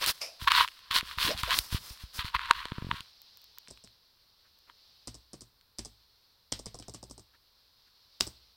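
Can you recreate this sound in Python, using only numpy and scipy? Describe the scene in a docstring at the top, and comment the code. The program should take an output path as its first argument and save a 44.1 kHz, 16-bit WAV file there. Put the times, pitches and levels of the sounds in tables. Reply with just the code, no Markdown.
"""Phone handling, then laptop typing

Fingers rub, snag and bump on a phone as it is brought round to a laptop in a quiet room. Then a few keys
are typed in short flurries, ending with one hard stroke. Skin is coloured stick-slip noise, snags are
sharp clicks and bumps are sagging low pushes; each key impact clicks in its plastic cap, clacks on the
deck and thuds through the chassis, and each release adds a falling thock."""
import sys
import numpy as np
from scipy import signal
from scipy.fft import rfft, irfft, next_fast_len
from scipy.io import wavfile

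SR = 44100
rng = np.random.default_rng(int(sys.argv[2]) if len(sys.argv) > 2 else 0)


def inscribe(sig):
    """Save sig as 16-bit PCM at rate SR to the path in sys.argv[1].

    A 1-D sig is mono; a 2-D sig holds one channel per row.
    Samples are clipped to [-1, 1] before scaling.
    """
    pcm = np.round(np.clip(np.atleast_2d(sig).T, -1, 1) * 32767)
    wavfile.write(sys.argv[1], SR, pcm.astype(np.int16))


N = 377496
TIME = np.arange(N) / SR

# colour of a skin snag on the case: f/Hz, density/dB per Hz
SNAG_COLOUR = [(100, -37.5), (820, -30), (950, 3.5), (1500, 0), (2200, -2), (4200, -0.5), (5400, -19.5),
               (8500, -19), (11500, -29), (13500, -27.5), (16000, -37.5)]
# slips of a juddering, dragging finger: t/s
JUDDER_TIMES = [2.72, 2.783, 2.823, 2.846, 2.868, 2.891, 2.913, 2.928, 2.941]
# keystrokes: finger lands t/s, travel to the stop/s, held/s, then relative levels: landing click/dB,
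# cap click at the stop/dB, deck clack/dB, release click/dB, release thock/dB; last, thock start f/Hz
KEYSTROKES = [(3.704, 0.0048, .13, -45, -40.5, -65, -46, -55.5, 607),
              (5.073, 0.0057, 0.065, -33, -36, -40, -41, -56, 650),
              (5.332, 0.0073, 0.069, -37, -47.5, -48.5, -39.5, -60, 600),
              (5.7853, .0057, 0.058, -30, -33.5, -37.5, -35, -53.5, 750),
              (6.520, 0.0034, .068, -31, -22, -20.5, -37.5, -46, 950),
              (6.658, .0068, 0.079, -34.5, -38, -39.5, -40.5, -43, 1087),
              (6.788, .01, .084, -41, -42.5, -51, -39, -41.5, 1210),
              (6.938, 0.0075, .083, -39.5, -34.5, -43, -41.5, -44, 1060),
              (7.098, 0.012, 0.069, -44, -37, -56.5, -43.5, -51, 940),
              (8.2033, .0046, .0605, -31, -14, -12.5, -34.5, -43.5, 565)]
LANDING_THUD_DB = -12  # a light finger hardly reaches the chassis; relative to its cap click


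def gain_of(db):
    """Decibels to amplitude."""
    return 10 ** (np.asarray(db) / 20)


def evened(x):
    """Scales to rms 1."""
    return x / np.sqrt(np.mean(x ** 2) + 1e-20)


def add(mix, s, sound):
    """Mixes a sound in at time s, cut at the end of the mix."""
    part = mix[max(round(s * SR), 0):][:len(sound)]
    part += sound[:len(part)]


def colour(x, points, tilt_db=0):
    """Filters by a spectrum of (Hz, dB) points, tilted per octave above the second point."""
    f, db = np.transpose(points)
    octave = np.log2(np.fft.rfftfreq(len(x), 1 / SR) + 1)
    shape = np.interp(octave, np.log2(f), db)
    shape = shape + tilt_db * np.maximum(octave - np.log2(f[1]), 0)
    return irfft(rfft(x) * gain_of(shape), len(x))


def noise(points, size=N, tilt_db=0):
    """Coloured noise of rms 1."""
    white = rng.standard_normal(next_fast_len(size))
    return evened(colour(white, points, tilt_db)[:size])


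def wobble(per_s):
    """Random drift of rms 1: straight lines between per_s chance values a second."""
    knots = rng.standard_normal(N // 16)
    return evened(np.interp(TIME * per_s, np.arange(len(knots)), knots))


def stick_slip(per_s, spread_db, smooth):
    """Countless tiny slips of uneven size over an even friction noise."""
    sizes = gain_of(spread_db * np.minimum(rng.exponential(1, N), 4))
    happens = rng.random(N) < per_s / SR
    slips = sizes * rng.choice([-1, 1], N) * happens
    return evened(evened(slips) + smooth * rng.standard_normal(N))


def background(floor_db=-72):
    """Faint steady room noise and a soft high hiss that drifts in level."""
    # room noise: f/Hz, density/dB per Hz
    floor_colour = [(20, -4), (45, 1), (90, 0), (150, -10), (300, -14.5), (500, -11), (750, -17),
                    (1000, -9), (2000, -17.5), (7000, -28), (12000, -21.5), (13500, -15.5), (16000, -19)]
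    # hiss: f/Hz, density/dB per Hz
    hiss_colour = [(300, -23.5), (800, -14.5), (1100, -17.5), (2200, -16.5), (3200, -8.5), (4200, 1),
                   (5200, -3.5), (5900, -12), (6700, -26), (16000, -31.5)]
    # drift of the hiss: t/s, relative level/dB
    hiss_level = [(3.1, -63.5), (3.78, -64.5), (4.0, -71.5), (4.68, -70), (4.9, -65.5), (5.46, -74.5),
                  (5.78, -74), (5.91, -69.5), (6.59, -73.5), (6.72, -68.5), (7.29, -72.5), (8.35, -66.5),
                  (8.5, -70)]
    hiss_db = np.interp(TIME, *np.transpose(hiss_level)) + 3.5 + 0.75 * wobble(25)
    return gain_of(floor_db) * noise(floor_colour) + gain_of(hiss_db) * noise(hiss_colour)


def stroke_levels(rise_power=1.1, fall_power=2.4):
    """Rasp and skin hiss in dB: each stroke swells and eases off over the resting grip."""
    # the resting grip keeps rubbing: t/s, relative rasp level/dB, relative skin hiss level/dB
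    grip = [(0, -55.5, -55), (.18, -60.5, -59.5), (.35, -67.5, -72), (.62, -59, -58), (.86, -58, -75),
            (1.3, -50.5, -61), (1.6, -56.5, -47.5), (1.7, -56.5, -55.5), (2.1, -66.5, -70.5),
            (2.45, -46.5, -68.5), (2.75, -52, -71), (2.98, -53.5, -69.5), (3.12, -73.5, -79)]
    # finger strokes: start t/s, rise/s, fall/s, then relative levels: rasp on the case/dB, skin hiss/dB
    strokes = [(0, 0.039, .05, -30, -43), (.056, .036, 0.042, -29, -31.5), (.39, .04, 0.065, -44, -52),
               (0.47, .011, .019, -19, -43), (.498, .014, .07, -22.5, -44.5),
               (.525, 0.063, .09, -20.5, -38.5), (.903, .017, .04, -30.5, -47),
               (0.931, 0.032, .06, -24, -36), (0.998, 0.11, .09, -45, -56), (1.17, 0.079, .13, -28, -39),
               (1.37, 0.029, .03, -35, -44), (1.41, 0.067, .07, -36.5, -51.5),
               (1.491, 0.034, .045, -23, -42), (1.53, 0.041, .06, -41.5, -38),
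               (1.695, 0.06, .048, -38.5, -44.5), (1.8, 0.061, .17, -55, -52),
               (1.985, 0.029, .07, -52, -57), (2.126, .05, .07, -50, -47), (2.18, 0.027, .04, -33.5, -56.5),
               (2.235, 0.023, .07, -38, -54), (2.339, 0.012, .03, -26.5, -52),
               (2.37, 0.074, .1, -39.5, -66), (2.47, 0.042, .03, -38.5, -63),
               (2.536, 0.032, .14, -38.5, -60), (2.89, .07, .09, -45, -63.5)]
    s, *resting = np.transpose(grip)
    power = np.array([gain_of(np.interp(TIME, s, db, right=-120)) ** 2 for db in resting])
    for start, rise, fall, *levels in strokes:
        t = np.arange(0, rise + fall, 1 / SR)
        swell_in = np.sin(np.pi / 2 * np.minimum(t / rise, 1)) ** rise_power
        ease_off = np.cos(np.pi / 2 * np.clip((t - rise) / fall, 0, 1)) ** fall_power
        for layer, db in zip(power, levels):
            add(layer, start, (gain_of(db) * swell_in * ease_off) ** 2)
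    return 10 * np.log10(power)


def sliding(rumble_db=-16, flutter_db=1.22, dull_below_db=24, bright_span_db=19, shimmer_db=2.5,
            catch_db=-8, catch_limit_db=-42):
    """Skin drags over the case: a thin grainy rasp with small catches, a wide hiss and a lumpy rumble."""
    # rasp on the case: f/Hz, density/dB per Hz
    rasp_colour = [(200, -47.5), (860, -44), (930, -4.5), (1050, 3.5), (1250, -3.5), (1500, -0.5),
                   (2200, -4), (3300, 0.5), (4400, -2), (5600, -24.5), (8000, -33), (16000, -42)]
    # skin hiss: f/Hz, density/dB per Hz
    skin_colour = [(40, -6), (300, -12), (830, -9.5), (1000, -1.5), (3000, -13.5), (5000, 3), (6800, -9),
                   (11000, -7), (14000, -8.5), (16000, -8)]
    rasp_db, skin_db = stroke_levels()

    slips = stick_slip(per_s=2600, spread_db=3.5, smooth=0.35)
    dull, bright = (evened(colour(slips, rasp_colour, tilt)) for tilt in (-5.5, 4))
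    # the rasp brightens as the finger nears the microphone, where skin hiss gains on rasp
    nearness_db = skin_db - rasp_db + dull_below_db + shimmer_db * wobble(65)
    share = np.clip(nearness_db / bright_span_db, 0, 1)
    rasp = evened((1 - share) * dull + share * bright)
    rasp = rasp * gain_of(rasp_db + flutter_db * wobble(260) - 0.62)

    skin = evened(colour(stick_slip(per_s=6700, spread_db=0.0, smooth=1.8), skin_colour))
    skin = skin * gain_of(skin_db + 4.0 + 1.3 * wobble(90))

    rumble = noise([(20, -3.0), (55, 5), (110, -11), (220, -24), (500, -26), (3000, -78)])
    rumble = rumble * gain_of(rumble_db + 1.2 * wobble(25))
    rumble = rumble * gain_of(np.minimum(rasp_db, -37))  # follows the rasp up to a ceiling

    catches = evened(colour(stick_slip(per_s=45, spread_db=3.5, smooth=0), SNAG_COLOUR))
    catches = catches * gain_of(np.minimum(rasp_db, catch_limit_db) + catch_db)
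    return rasp + catches + skin + rumble


def swishes(width_hz=200):
    """The palm brushes past: noise rings in the changing hollow under it, with a hiss on top."""
    # swishes: t/s, rise/s, fall/s, level/dB, hollow start f/Hz, glide/octaves per s, hiss over hollow/dB
    brushes = [(.003, 0.016, 0.021, -42.5, 561, -1, 6.5), (0.204, 0.012, 0.06, -47, 588, 1, 14),
               (1.245, 0.029, 0.04, -39, 327.5, -7, -20), (1.266, 0.051, 0.016, -34.5, 423.6, 10, -1),
               (1.473, 0.0035, 0.038, -43, 590, 4, -33)]
    # hiss on top: f/Hz, density/dB per Hz
    hiss_colour = [(400, -27.5), (1000, 0), (1800, -8), (2450, 7.5), (3100, -4), (4200, -4.5), (5000, 13.5),
                   (5800, 3.5), (6500, -5), (8000, -8), (11500, -8), (16000, -24)]
    out, t = np.zeros(N), np.arange(SR // 4) / SR
    smooth = signal.butter(2, width_hz / 2, fs=SR, output="sos")
    for s, rise, fall, db, hz, glide, hiss_db in brushes:
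        # slow complex noise turned at the gliding pitch makes a band of noise around it
        turn = np.exp(2j * np.pi * np.cumsum(hz * 2 ** (glide * t)) / SR)
        slow = signal.sosfilt(smooth, [1, 1j] @ rng.standard_normal((2, len(t))))
        hollow = evened((turn * slow).real)
        swell = np.minimum(t / rise, 1) ** 2 * np.exp(-np.maximum(t - rise, 0) / fall)
        hiss = gain_of(hiss_db) * np.sqrt(swell) * noise(hiss_colour, len(t))
        add(out, s, gain_of(db) * swell * (hollow + hiss))
    return out


def snags(size=2048, scuff_db=-19, scuff_s=0.00092):
    """Single sharp slips, each smeared by a tiny scuff, carried through the case to the microphone."""
    # skin snags and case ticks: t/s, peak level/dB, tilt/dB per octave
    slips = [(.042, -10, 3.5), (.063, -6, 10.5), (0.4763, -6.5, -6), (.519, -1.5, 0.5), (.610, -4, -11.5),
             (.648, -16, -11), (.678, -18.5, 4.5), (0.686, -22.5, 1), (0.792, -35, 5), (.912, -11, .5),
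             (.986, -8.5, 4), (1.010, -15.5, 1), (1.113, -22.5, -1.5), (1.186, -11, -2), (1.377, -19, 5),
             (1.434, -11.5, 7.5), (1.437, -15, -10), (1.508, -8, 1.5), (1.589, 3, 10.5), (2.194, -16.5, -3),
             (2.349, -11.5, -14.5), (2.394, -16.5, -4.5), (2.511, 4.5, -3), (2.655, -18, 0),
             (2.9139, -9, -8), (3.007, -21.5, 2.5), (3.577, -41, -3.5), (3.675, -36, -0.5),
             (3.775, -37.5, 2.5), (3.875, -38.5, 3), (4.699, -36, -6), (5.612, -42.5, 4)]
    # the tightening grip creaks in tiny high ticks: t/s, relative peak level/dB
    creaks = [(3.2184, -31), (3.3729, -32), (3.4177, -39), (3.4427, -34.5), (3.585, -23), (4.589, -44)]
    out, impulse = np.zeros(N), signal.unit_impulse(size, "mid")
    middle_s = size / 2 / SR
    scuff = gain_of(scuff_db - 2) * np.exp(-abs(np.arange(size) - size / 2) / SR / scuff_s)
    # each judder ticks 5 dB softer than the last
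    judders = [(s, -23 - 5 * k, -5) for k, s in enumerate(JUDDER_TIMES)]
    for s, db, tilt in slips + judders:
        click = colour(impulse + scuff * rng.standard_normal(size), SNAG_COLOUR, tilt)
        add(out, s - middle_s, gain_of(db) * click / abs(click).max())
    tick = colour(impulse, [(1000, -20.0), (5000, -6), (12500, -22.5), (14500, 3), (16000, -2.0)])
    for s, db in creaks:
        add(out, s - middle_s, gain_of(db + 5.0) * tick / abs(tick).max())
    return out


def bumps(damping_per_hz=0.028, stiffening=0.56, soft_cycles=0.047):
    """Flesh meets the case: a cycle or two of low push that sags in pitch; tight bumps die fastest."""
    # soft bumps of the hand: t/s, peak level/dB, nominal f/Hz (the pitch sags from above it to below)
    hand_bumps = [(0.422, -32, 73), (.446, -39, 55), (.908, -39.5, 69), (1.029, -34.5, 152),
                  (1.175, -35.5, 61), (1.249, -30.5, 105), (1.347, -34.5, 65), (1.433, -28, 69),
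                  (1.594, -33, 54.9), (1.726, -26, 75), (1.746, -19, 80), (1.907, -38.5, 58.3),
                  (2.037, -34, 58.5), (2.188, -31, 60.4), (2.246, -30.5, 76), (2.354, -33, 53.7),
                  (2.656, -30, 343), (3.005, -42.5, 100.6)]
    judder_db, judder_step_db, judder_hz, judder_sag_hz = -24.5, -1.22, 123, 2.9
    out, t = np.zeros(N), np.arange(SR // 8) / SR
    # each judder is weaker and a little lower than the last
    judders = [(s, judder_db + k * judder_step_db, judder_hz - k * judder_sag_hz)
               for k, s in enumerate(JUDDER_TIMES)]
    for s, db, hz in hand_bumps + judders:
        cycles = hz * t
        turns = .8 * cycles + stiffening * .5 * (1 - np.exp(-3 * cycles))
        fade = np.exp(-damping_per_hz * hz * cycles) * (1 - np.exp(-cycles / soft_cycles))
        push = -np.sin(2 * np.pi * turns) * fade
        add(out, s, gain_of(db) * push / abs(push).max())
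    return out


def room(x, t60=0.3, gap_s=0.0064):
    """A small furnished room: a short diffuse tail of decaying noise after a gap."""
    t = np.arange(SR // 2) / SR
    tail = noise([(100, -4.5), (1000, -1.0), (5000, -9.5), (9000, -6), (16000, 10.0)], len(t))
    tail = tail * gain_of(-60 * t / t60) * np.clip(t / gap_s - 1, 0, 1)
    return signal.fftconvolve(x, tail / np.linalg.norm(tail))[:N]


def impacts():
    """A key is touched, hits its stop, rebounds, is let go and hits the top: (s, cap, deck, thud dB)."""
    # fingertips that tap a key without pressing it: t/s, relative cap click/dB, relative deck clack/dB
    taps = [(3.683, -45, -45.5), (6.824, -48, -43.5)]
    thud_base_db, thud_growth = -31.5, .28  # the thud grows by this share of the clack's dB
    landing_deck_db = -20  # relative to the landing click
    rebound_s, rebound_db = 0.012, -20.5  # the key bounces once on its stop
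    release_deck_db, release_thud_db = -16, -1.5
    return_per_travel = 1.3  # the key springs back a little slower than it went down
    top_stop_db, top_thud_db = -1.5, -9
    for s, travel, held, landing_db, cap_db, deck_db, release_db, thock_db, _ in KEYSTROKES:
        stop = s + travel
        release = stop + held
        thud_db = thud_base_db + thud_growth * deck_db
        top_db = release_db + top_stop_db
        yield s, landing_db, landing_db + landing_deck_db, landing_db + LANDING_THUD_DB
        yield stop, cap_db, deck_db, thud_db
        yield stop + rebound_s, cap_db + rebound_db, deck_db + rebound_db, thud_db + rebound_db
        yield release, release_db, release_db + release_deck_db, thock_db + release_thud_db
        yield release + return_per_travel * travel, top_db, top_db + release_deck_db, top_db + top_thud_db
    for s, cap_db, deck_db in taps:
        yield s, cap_db, deck_db, cap_db + LANDING_THUD_DB


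def burst(points, crack_s, rattle_db, rattle_s, tilt_db=0, rise_s=0.00065, size=6000):
    """Coloured noise for dense plastic modes: a crack, then the loose key's short rattle."""
    t = np.arange(size) / SR
    fade = np.exp(-t / crack_s) + gain_of(rattle_db) * np.exp(-t / rattle_s)
    return noise(points, size, tilt_db) * fade * (1 - np.exp(-t / rise_s))


def typing(detune=0.0895, scatter_db=2, hard_db=-30, tighten=0.91, brighten_db=0.18, bass_lag_s=0.0021):
    """Each impact sounds cap, deck and chassis; chance shifts pitch and level of the chassis modes."""
    # plastic cap click: f/Hz, density/dB per Hz
    cap_colour = [(1500, -51), (3800, -11), (5100, 7), (6000, 2), (6800, -3.5), (7800, 3), (8900, 0),
                  (10500, -15.5), (12000, -21.5), (14000, -18), (16000, -36)]
    # deck clack: f/Hz, density/dB per Hz
    deck_colour = [(150, 8.5), (400, -1), (900, -4.5), (1600, -1.5), (2100, 0.5), (2500, -0.5), (3100, 4.5),
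                   (4200, 6), (5500, 4.5), (12000, -43)]
    # dull blow under the key: f/Hz, density/dB per Hz
    knock_colour = [(100, -2.5), (300, 0.5), (480, -1), (620, 0), (850, -5.5), (1100, -1.5), (1500, -22),
                    (5000, -40)]
    # slap of a key driven hard into its stop: f/Hz, level/dB
    slap_colour = [(400, -6), (1600, -6.5), (2200, -12), (3200, 6.5), (5000, -0.5), (10500, -48.5),
                   (13500, -9), (16000, -17)]
    # modes of the laptop's chassis: nominal f/Hz, mean level/dB, t60/s
    chassis = [(56.7, -7.5, 0.51), (112, -3.5, 0.26), (170.5, -5.5, 0.099), (224.4, -7.5, 0.14),
               (284.5, -1.5, 0.052), (366, -3, 0.059), (453, -8.5, 0.058), (541, -21, 0.041)]
    out, t = np.zeros(N), np.arange(SR // 3) / SR
    hz, mode_db, t60 = np.transpose(chassis)[:, :, None]
    slap = colour(signal.unit_impulse(512, 24), slap_colour)[:256]
    slap = slap / abs(slap).max()
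    for s, cap_db, deck_db, thud_db in impacts():
        # only a hard blow slaps, and its crack stands further above the rattle
        force = max(cap_db - hard_db, 0)
        looser_db = -tighten * force
        cap = burst(cap_colour, crack_s=0.0012, rattle_db=-17 + looser_db, rattle_s=0.014)
        deck = burst(deck_colour, crack_s=0.0012, rattle_db=-13.5 + looser_db, rattle_s=0.028,
                     tilt_db=brighten_db * force)
        knock = burst(knock_colour, crack_s=0.0028, rattle_db=-17 + looser_db, rattle_s=0.015)
        add(out, s, gain_of(cap_db - 16.5) * force * slap)
        add(out, s, gain_of(cap_db + 4.5) * cap)
        add(out, s, gain_of(deck_db + 2.0) * deck)
        add(out, s, gain_of(thud_db + 2) * knock)

        shift, weight = rng.standard_normal((2, len(hz), 1))
        ringing = gain_of(mode_db + scatter_db * weight - 60 * t / t60)
        modes = ringing * np.sin(2 * np.pi * hz * (1 + detune * shift) * t)
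        thud = rng.choice([-1, 1], len(hz)) @ modes
        add(out, s + bass_lag_s, gain_of(thud_db - 3.0) * thud)
    return out


def thocks(rise_s=0.0025, decay_s=0.01, glide_s=0.00614, end_share=0.31, trim_db=0.5):
    """The chassis springs back as a key is let go: bending waves, highs first, make a falling note."""
    out, t = np.zeros(N), np.arange(SR // 20) / SR
    glide = np.cumsum(end_share + (1 - end_share) * np.exp(-t / glide_s)) / SR
    fade = (1 - np.exp(-t / rise_s)) * np.exp(-t / decay_s)
    for s, travel, held, *_, thock_db, hz in KEYSTROKES:
        note = fade * np.sin(2 * np.pi * hz * glide)
        add(out, s + travel + held, gain_of(thock_db + trim_db) * note)
    return out


def shuffles():
    """Small soft scuffs of swelling noise as the holding hand settles."""
    # shuffles of the grip: t/s, length/s, level at the height of the swell/dB
    scuffs = [(4.427, .067, -69), (4.659, 0.071, -61.5), (7.324, .05, -65), (7.857, .04, -69.5)]
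    points = [(200, -3), (800, -3), (1000, 3), (1800, 4.0), (4000, -10), (8000, -22)]
    out = np.zeros(N)
    for s, length, db in scuffs:
        size = int(length * SR)
        add(out, s, gain_of(db) * signal.windows.hann(size) * noise(points, size))
    return out


def scene():
    """The rubbing is dry; the keys and a little of the bumps also reach the microphone through the room."""
    keys, thumps = typing() + thocks(), bumps()
    handling = sliding() + snags() + thumps + swishes() + shuffles()
    reverb = room(gain_of(-7.5) * keys + gain_of(-13) * thumps)
    return (handling + keys + reverb + background())[None]


def record(dry, edge_hz=16000):
    """Peaks beyond full scale clip; then a steep low-pass limits the band."""
    low_pass = signal.firwin(511, edge_hz, window=("kaiser", 9), fs=SR)
    return signal.oaconvolve(np.clip(dry, -1, 1), low_pass[None], "same")


dry = scene()
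out = record(dry)
inscribe(out)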